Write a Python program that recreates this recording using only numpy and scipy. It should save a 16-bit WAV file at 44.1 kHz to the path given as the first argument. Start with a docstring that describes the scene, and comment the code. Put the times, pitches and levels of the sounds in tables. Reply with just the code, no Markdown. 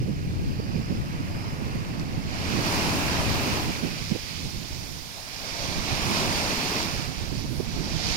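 """Small waves on a pebble beach. Wind buffets a camera's two microphone ports throughout, as filtered noise.
A weak wave builds while narrow bands of surf hiss glide upward; a pebble clacks as a damped ring.
At 2.2 s a wave plunges: noise and bubble rings roar, stone ticks hiss, then foam pops linger up the beach.
The hand-held camera turns from the sea to look along the shore by 4.8 s, and the next crest gurgles in
swells of noise. A second wave plunges at 5.7 s; near 7.6 s a very high hiss passes as a third begins."""
import sys
import numpy as np
from scipy import signal
from scipy.fft import rfft, irfft, next_fast_len
from scipy.io import wavfile
from scipy.ndimage import uniform_filter1d, map_coordinates

SR = 44100
rng = np.random.default_rng(int(sys.argv[2]) if len(sys.argv) > 2 else 0)


def inscribe(sig):
    """Save sig as 16-bit PCM at rate SR to the path in sys.argv[1].

    A 1-D sig is mono; a 2-D sig holds one channel per row.
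    Samples are clipped to [-1, 1] before scaling.
    """
    pcm = np.round(np.clip(np.atleast_2d(sig).T, -1, 1) * 32767)
    wavfile.write(sys.argv[1], SR, pcm.astype(np.int16))


N = 360193


def amp(db):
    """Decibels to gain."""
    return 10 ** (np.asarray(db) / 20)


def unit(x):
    """Scale to rms 1."""
    return x / np.sqrt(np.mean(x ** 2) + 1e-20)


def along(points, hz):
    """Read (frequency, value) points on a log frequency axis."""
    point_hz, value = np.transpose(points)
    return np.interp(np.log(hz + 1), np.log(point_hz + 1), value)


def curve(points):
    """Draw a (time, value) curve, one value per sample."""
    times_s, values = np.transpose(points)
    return np.interp(np.arange(N) / SR, times_s, values)


def wobble(rate):
    """A smooth random curve, rate knots a second."""
    knots = rng.standard_normal(int(N * rate / SR) + 4)
    coarse = np.arange(0, N + 32, 32)
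    return np.interp(np.arange(N), coarse, map_coordinates(knots, [coarse * rate / SR]))


def filtered(x, response):
    """Filter x by a gain that is a function of frequency."""
    size = next_fast_len(x.shape[-1] + 8192)
    spectrum = rfft(x, size) * response(np.fft.rfftfreq(size, 1 / SR))
    return irfft(spectrum, size)[..., :x.shape[-1]]


def coloured(x, spectrum):
    """Shape x by a spectrum, then bring it to rms 1."""
    return unit(filtered(x, lambda hz: amp(along(spectrum, hz))))


def swell(centre_s, half_length_s):
    """A bell-shaped envelope around a moment."""
    distance = (np.arange(N) / SR - centre_s) / half_length_s
    return np.exp(-.5 * np.minimum(distance ** 2, 60))


def bursts(rows, spectrum):
    """Short swells of noise, one for each (centre_s, level_db, half_length_s) row."""
    total = np.zeros(N)
    flutter = coloured(rng.standard_normal(N), spectrum)
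    for centre_s, level_db, half_length_s in rows:
        shape = swell(centre_s, half_length_s)
        local_rms = np.sqrt(np.average(flutter ** 2, weights=shape ** 2))
        total += amp(level_db) * shape * flutter / local_rms
    return total


def rush(patchy_db):
    """Two unrelated white noises with shared, drifting patches of random gain."""
    z = signal.stft(rng.standard_normal((2, N)), nperseg=512)[2]
    field = uniform_filter1d(rng.standard_normal(z.shape[1:]), size=7, axis=0)  # across frequency
    field = uniform_filter1d(field, size=14, axis=1)  # across time
    return unit(signal.istft(z * amp(patchy_db * unit(field)), nperseg=512)[1][:, :N])


def grains(low_hz, high_hz, cycles, rise, scatter_db, count, size):
    """Two unrelated streams of tiny damped rings; a few are much larger than the rest."""
    t, streams = np.arange(size) / SR, []
    for draw in rng.random((2, count, 4)):
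        when, pitch, strength, sign = draw.T[:, :, None]
        hz = low_hz + (high_hz - low_hz) * pitch
        age = hz * t / cycles
        loudness = amp(-scatter_db * np.log(np.maximum(strength, .004)))
        gain = loudness * np.sqrt(hz) * np.sign(sign - .5)
        glide = 1 + rise * np.minimum(age, 2)
        ring = gain * np.exp(-age) * np.sin(2 * np.pi * hz * t * glide)
        places = (when * N).astype(int) + np.arange(size)
        streams.append(np.bincount(places.ravel(), ring.ravel(), N)[:N])
    return unit(np.array(streams))


def together(calm_db, *envelopes):
    """Unrelated waves add in power, over the calm sea between them."""
    return np.sqrt(amp(calm_db) ** 2 + np.sum(np.vstack(envelopes) ** 2, axis=0))


# stretches of crest that build, tumble and collapse; along the shore the far end breaks first:
# start_s, rise_s, hold_s, strength_db, extra_stones_db, run_up_db (all dB relative)
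CRESTS = [(0.02, 1.4, 1.4, -12.5, -8, -20.5), (2.179, 0.55, 0.83, -0.02, 0, 1),
          (5.1, 0.59, 0.24, -8, 3.5, -4), (5.68, 0.46, 0.65, -0.87, 1.95, -11.5),
          (7.54, 0.24, 0.18, -13, 2.5, -10), (7.812, 0.31, 0.3, -7, 8, -10)]
SAG_DB_PER_S = 2  # tumbling waves weaken, before grows scales the loss
RUN_UP_S, LATE_S = 1.35, 1.89  # after the crest, a sheet of water climbs the beach; a later stage follows
SOAK_DB_PER_S = 19  # extra loss as what is left soaks into the stones


def surges(lag_s, fall_db_per_s, grows):
    """Rise, sagging hold and fall of each crest; grows sets how steeply sound follows its force."""
    start_s, rise_s, hold_s, strength_db, _, _ = np.transpose(CRESTS)[:, :, None]
    age = np.arange(N) / SR - start_s - lag_s
    loss_db = SAG_DB_PER_S * np.clip(age - rise_s, 0, hold_s)
    fall_db = fall_db_per_s * np.maximum(age - rise_s - hold_s, 0)
    force = np.clip(age / rise_s, 0, 1) * amp(strength_db - loss_db)
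    return force ** grows * amp(-fall_db)


def run_ups(late_loss_db_per_s):
    """The sheet of water each crest sends up: it climbs, changes slowly in level, then soaks away."""
    start_s, rise_s, *_, run_up_db = np.transpose(CRESTS)[:, :, None]
    age = np.arange(N) / SR - start_s - rise_s
    late_db = late_loss_db_per_s * np.maximum(age - RUN_UP_S, 0)
    soaked_db = SOAK_DB_PER_S * np.maximum(age - RUN_UP_S - LATE_S, 0)
    return np.clip(age / RUN_UP_S, 0, 1) * amp(run_up_db - late_db - soaked_db)


# where the camera faces: time_s, heading (0 seaward, 1 along the shore to the right)
CAMERA_HEADING = [(0, -0.32), (2.5, 0.34), (3.4, -0.22), (4.2, 0.67), (4.8, 0.99), (8.17, 1)]


def bearing(nearness=0.72):
    """Aim along the shore, force of the breaker close by, and how obliquely the surf arrives."""
    aim = np.clip(curve(CAMERA_HEADING), 0, 1)
    breaking = surges(lag_s=0, fall_db_per_s=10.5, grows=0.8).max(axis=0)
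    breaking = np.clip(breaking, 0, 1)
    return aim, breaking, aim * (1 - nearness * breaking)


# gain of the right port's resonant cavity over the left: freq_hz, facing_sea_db, facing_along_shore_db
RIGHT_PORT_CAVITY = [(400.0, -2, -5.5), (720, -5, -0.5), (1190, 3.5, 1), (1470, 0.6, 0), (1970, 3.5, 3),
                     (2300, 7, 8.5), (2420, 10, 7), (2840, 7, 4.5), (3320, 3, 7), (3830, 5, 9),
                     (4760, 10, 14), (5440, 8, 13), (6450, 0.5, 6.5), (7370, -1.5, 3.5), (9440, -7, -2),
                     (11060, 2, 5.5), (12800.0, -8, -4), (14500.0, -2.5, 2)]


def ports(pair, gap_s=0.000403, blur_hz=2000, bend_hz=1000, front_width=1.32,
          left_share=0.31, left_gain=0.31, right_share=0.75, right_loss=0.78):
    """Sound from a long shoreline at two ports: each end of the beach reaches its own port first."""
    hz, t, (a, b) = signal.stft(pair, SR, nperseg=512)
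    aim, breaking, turn = (np.interp(t, np.arange(N) / SR, c) for c in bearing())
    left = left_share + left_gain * aim  # turning puts the sea on the left
    right = right_share * (1 - aim) * (1 - right_loss * breaking)
    f = hz[:, None]
    bend = f / np.hypot(f, bend_hz)
    from_left = np.exp(-2j * np.pi * f * gap_s * bend)  # long waves lag less across the body
    from_right = np.exp(2j * np.pi * f * gap_s)
    from_front = np.sinc(front_width * f * gap_s)  # a broad front of surf
    likeness = 1 / np.hypot(1, f / blur_hz * bend)  # short waves scatter off the camera
    arrivals = left * from_left + right * from_right + (1 - left - right) * from_front
    alike = arrivals * likeness
    right_port = alike * a + np.sqrt(np.clip(1 - abs(alike) ** 2, 0, 1)) * b
    port_hz, seaward_db, sideways_db = np.transpose(RIGHT_PORT_CAVITY)
    front_db = along(np.c_[port_hz, seaward_db], f)
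    side_db = along(np.c_[port_hz, sideways_db], f)
    cavity = amp(front_db + turn * (side_db - front_db))
    return signal.istft(np.array([a, right_port * cavity]), nperseg=512)[1][:, :N]


def buffet(spectrum, lumpy_db):
    """Turbulence at one port: quick lumps around a steady mean strength."""
    lumps = coloured(rng.standard_normal(N), spectrum) * amp(lumpy_db * wobble(45))
    return lumps / np.sqrt(abs(uniform_filter1d(lumps ** 2, size=7000)) + 1e-9)


# single eddies that hit one port: centre_s, level_db, half_length_s, port
EDDY_HITS = [(0.087, -23, 0.017, "right"), (0.27, -29, 0.019, "right"), (0.502, -24, 0.033, "left"),
             (0.6, -18.5, 0.0031, "right"), (0.763, -26, 0.024, "right"), (0.918, -23, 0.011, "right"),
             (0.996, -24.5, 0.03, "left"), (1.207, -25, 0.0082, "right"), (1.753, -23.5, 0.0066, "right"),
             (1.948, -31, 0.038, "right"), (2.56, -24, 0.053, "right"), (3.297, -24.5, 0.045, "left"),
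             (3.475, -24, 0.0078, "right"), (3.697, -25, 0.017, "right"), (3.856, -22.5, 0.023, "right"),
             (4.12, -17.5, 0.01, "right"), (4.155, -23, 0.007, "right"), (4.453, -35.5, 0.037, "left"),
             (6.113, -22.5, 0.01, "right"), (7.325, -21, 0.0044, "right"), (7.453, -26, 0.0059, "right"),
             (7.603, -18, 0.004, "right"), (7.795, -28, 0.043, "right")]


def eddies(port, spectrum):
    """The thumps of the eddies that hit one port, as short swells of noise."""
    return bursts([row[:3] for row in EDDY_HITS if row[3] == port], spectrum)


# strength of the wind: time_s, level_db (relative)
WIND_STRENGTH = [(0.0, -28.5), (1.35, -30.5), (1.95, -29.5), (2.2, -31), (2.55, -29), (3.0, -28.5),
                 (3.45, -30), (3.8, -32.5), (4.05, -33.5), (4.3, -37), (4.5, -32), (4.85, -34),
                 (5.05, -42.5), (5.45, -40), (5.75, -28.5), (6.6, -34), (7.9, -28), (8.17, -29.5)]
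# colour of the wind at each port, of its sharper flaps, and of its slow push: freq_hz, level_db (relative)
LEFT_WIND_COLOUR = [(10, -12), (45, -9), (90, 1.5), (150, -4), (200, -9), (320, -17), (1500, -58.5)]
RIGHT_WIND_COLOUR = [(10, -30), (45, -6.5), (90, 3.5), (150, 3.5), (200, -1.5), (320, -8), (450, -19),
                     (2000, -50)]
FLAP_COLOUR = [(70, -21), (140, 1), (200, 2), (330, -4.5), (520, -13), (800, -27.5), (2000, -55)]
PUSH_COLOUR = [(8, -25), (20, 2), (45, 1), (80, -10), (200, -57)]
LEE_DB = 8.5  # facing along the shore puts the left port in the lee


def wind(left_db=-2.0, right_db=-0.47, gust_db=1.63, deep_left_db=-10, deep_right_db=-16,
         deep_left_turn_db=1.5, deep_right_turn_db=10):
    """Turbulence presses on each port separately; the right also catches sharp, higher flaps."""
    heading = curve(CAMERA_HEADING)
    left_gain = amp(left_db - LEE_DB * heading + gust_db * wobble(5.7))
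    left = left_gain * buffet(LEFT_WIND_COLOUR, lumpy_db=2)
    flaps = amp(-8) * buffet(FLAP_COLOUR, lumpy_db=3)
    right_gain = amp(right_db + gust_db * wobble(7))
    right = right_gain * (buffet(RIGHT_WIND_COLOUR, lumpy_db=2.5) + flaps)
    # the slow push strengthens as the camera turns, slightly at the left port, strongly at the right
    push_db = [deep_left_db + deep_left_turn_db * heading, deep_right_db + deep_right_turn_db * heading]
    push = amp(push_db) * np.array([buffet(PUSH_COLOUR, lumpy_db=11.5) for port in range(2)])
    thumps = np.array([eddies("left", LEFT_WIND_COLOUR), eddies("right", FLAP_COLOUR)])
    return amp(curve(WIND_STRENGTH)) * (np.array([left, right]) + push) + thumps


def thin_hiss(centre_s=7.575, half_length_s=0.092, level_db=-51):
    """A brief, very high hiss: noise under a flat-topped envelope."""
    shape = np.exp(-((np.arange(N) / SR - centre_s) / half_length_s) ** 4)
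    noise = coloured(rng.standard_normal((2, N)), [(5000, -25), (10500, 5), (15000, -7)])
    return amp(level_db) * shape * noise


def stone_click(start_s=1.9968, level_db=-27.0, t60_s=.008, ring_hz=4600):
    """One nearby pebble clacks against another: a sharp crack and a very short ring."""
    t = np.arange(SR // 20) / SR
    crack_colour = [(1000, -35), (3000, -8), (5000, 9), (9000, -13), (16000, -20)]
    crack = coloured(rng.standard_normal((2, len(t))), crack_colour)
    ring = np.sin(2 * np.pi * ring_hz * t)
    click = (crack + ring) * amp(level_db - 60 * t / t60_s) * amp([[-9], [0]])  # softer on the left
    return np.pad(click, ((0, 0), (round(start_s * SR), N)))[:, :N]


# narrow hiss bands that glide upward: centre_s, half_length_s, centre_hz, level_db (before the ports)
GLIDING_HISS = [(0.749, 0.22, 4920, -57), (1.43, 0.12, 5100, -57)]


def surf_glides(width_hz=290, rise_hz_per_s=1100):
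    """Narrow bands of surf hiss swell and glide upward: low noise shifted to a rising pitch."""
    t, total = np.arange(N) / SR, np.zeros((2, N))
    for centre_s, half_length_s, centre_hz, level_db in GLIDING_HISS:
        noise = rng.standard_normal((2, 2, N))
        band = unit(filtered(noise, lambda hz: 1 / (1 + (hz / width_hz) ** 2)))
        phase = 2 * np.pi * np.cumsum(centre_hz + rise_hz_per_s * (t - centre_s)) / SR
        glide = band[0] * np.cos(phase) + band[1] * np.sin(phase)
        total += amp(level_db) * swell(centre_s, half_length_s) * glide
    return total


# colour of bursting foam: freq_hz, level_db (relative)
FOAM_COLOUR = [(2000, -31), (5000, -3), (7000, 1), (8000, -3.5), (8800, 3), (10500, -2), (14500, 1.5),
               (16000, -6)]


def foam(fizz_db=-39.5, linger_db=-50.5, calm_db=-58.5):
    """Tiny bubbles burst all over the white water and linger where it runs up the beach."""
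    fresh = amp(fizz_db) * surges(lag_s=0, fall_db_per_s=28, grows=1.47)
    lingering = amp(linger_db) * run_ups(late_loss_db_per_s=-0.7)  # a slight growth
    flicker_db = .35 * wobble(18)
    pops = grains(3800, 15000, cycles=1.8, rise=0, scatter_db=1.0, count=18000, size=36)
    fizz = coloured(rush(patchy_db=2.6) + amp(-4.0) * pops, FOAM_COLOUR)
    return fizz * together(calm_db, fresh, lingering) * amp(flicker_db)


# colour of rolling stones: freq_hz, level_db (relative)
PEBBLE_COLOUR = [(500, -19), (1500, -0.5), (2400, 0.5), (3600, 0.5), (5200, -2.5), (6500, -1.5), (8000, -9),
                 (11000, -14), (16000, -34)]


def pebbles(hiss_db=-34.5, run_up_db=-42.0, calm_db=-51.0, shade_db=-3.0, oblique_db=-2.0, open_db=3.5):
    """Each breaker, then its run-up, rolls countless small stones, which tick against each other."""
    *_, stones_db, _ = np.transpose(CRESTS)[:, :, None]
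    dragged = amp(hiss_db + stones_db) * surges(lag_s=0, fall_db_per_s=29.5, grows=0.93)
    washed = amp(run_up_db) * run_ups(late_loss_db_per_s=7.0)
    ticks = grains(1496, 8760, cycles=4.4, rise=0, scatter_db=2.0, count=14000, size=100)
    surge_db = .55 * wobble(15)
    hiss = coloured(rush(patchy_db=0.96) + amp(-10) * ticks, PEBBLE_COLOUR)
    hiss = hiss * together(calm_db, dragged, washed) * amp(surge_db)
    _, breaking, turn = bearing()
    # the body shades the left port, less so from a breaker in front
    left_db = shade_db + oblique_db * turn + open_db * breaking
    return ports(hiss) * amp([left_db, np.zeros(N)])


# the next crest curls farther up the beach: centre_s, level_db (before the ports), half_length_s
CREST_GURGLES = [(5.185, -44.5, 0.014), (5.42, -59, 0.034), (5.64, -40, 0.091)]
# colour of the gurgle: freq_hz, level_db (relative)
GURGLE_COLOUR = [(250, -42), (600, 5), (1000, -8), (2000, -35)]


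def gurgles():
    """The curling crest gurgles in short swells of low, unrelated noise."""
    return np.array([bursts(CREST_GURGLES, GURGLE_COLOUR) for side in range(2)])


# colour of the bubbly roar and of the plunging boom: freq_hz, level_db (relative)
ROAR_COLOUR = [(60, -28), (200, -15.5), (400, -3), (700, -0.5), (1100, -5), (1600, -6), (2500, -12.5),
               (5000, -26.5), (9000, -25.5), (16000, -42)]
BOOM_COLOUR = [(30, -44), (100, -2), (220, 4), (330, 2.5), (500, -7.5), (1000, -4), (3000, -56)]


def breakers(roar_db=-32.0, roar_calm_db=-48.0, boom_db=-29.5, boom_calm_db=-55):
    """Tumbling water roars with bubbles; big air pockets boom mostly while a wave plunges."""
    tumbling = together(roar_calm_db, amp(roar_db) * surges(lag_s=0, fall_db_per_s=27, grows=0.91))
    plunging = together(boom_calm_db, amp(boom_db) * surges(lag_s=0.03, fall_db_per_s=71, grows=1.52))
    bubbles = grains(393.0, 3170, cycles=5.0, rise=0.034, scatter_db=2.0, count=2800, size=700)
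    roar = coloured(rush(patchy_db=0) + amp(-11.5) * bubbles, ROAR_COLOUR)
    boom = coloured(rush(patchy_db=0.5), BOOM_COLOUR)
    return roar * tumbling * amp(0.61 * wobble(11)) + boom * plunging * amp(0.9 * wobble(17))


def scene():
    """Water and stones through the ports, with the click, the thin hiss and the wind on top."""
    water = surf_glides() + foam() + gurgles() + breakers()
    return wind() + thin_hiss() + stone_click() + pebbles() + ports(water)


def record(dry, top_hz=15850):
    """The camera keeps nothing above its band limit."""
    return filtered(dry, lambda hz: hz < top_hz)


dry = scene()
out = record(dry)
inscribe(out)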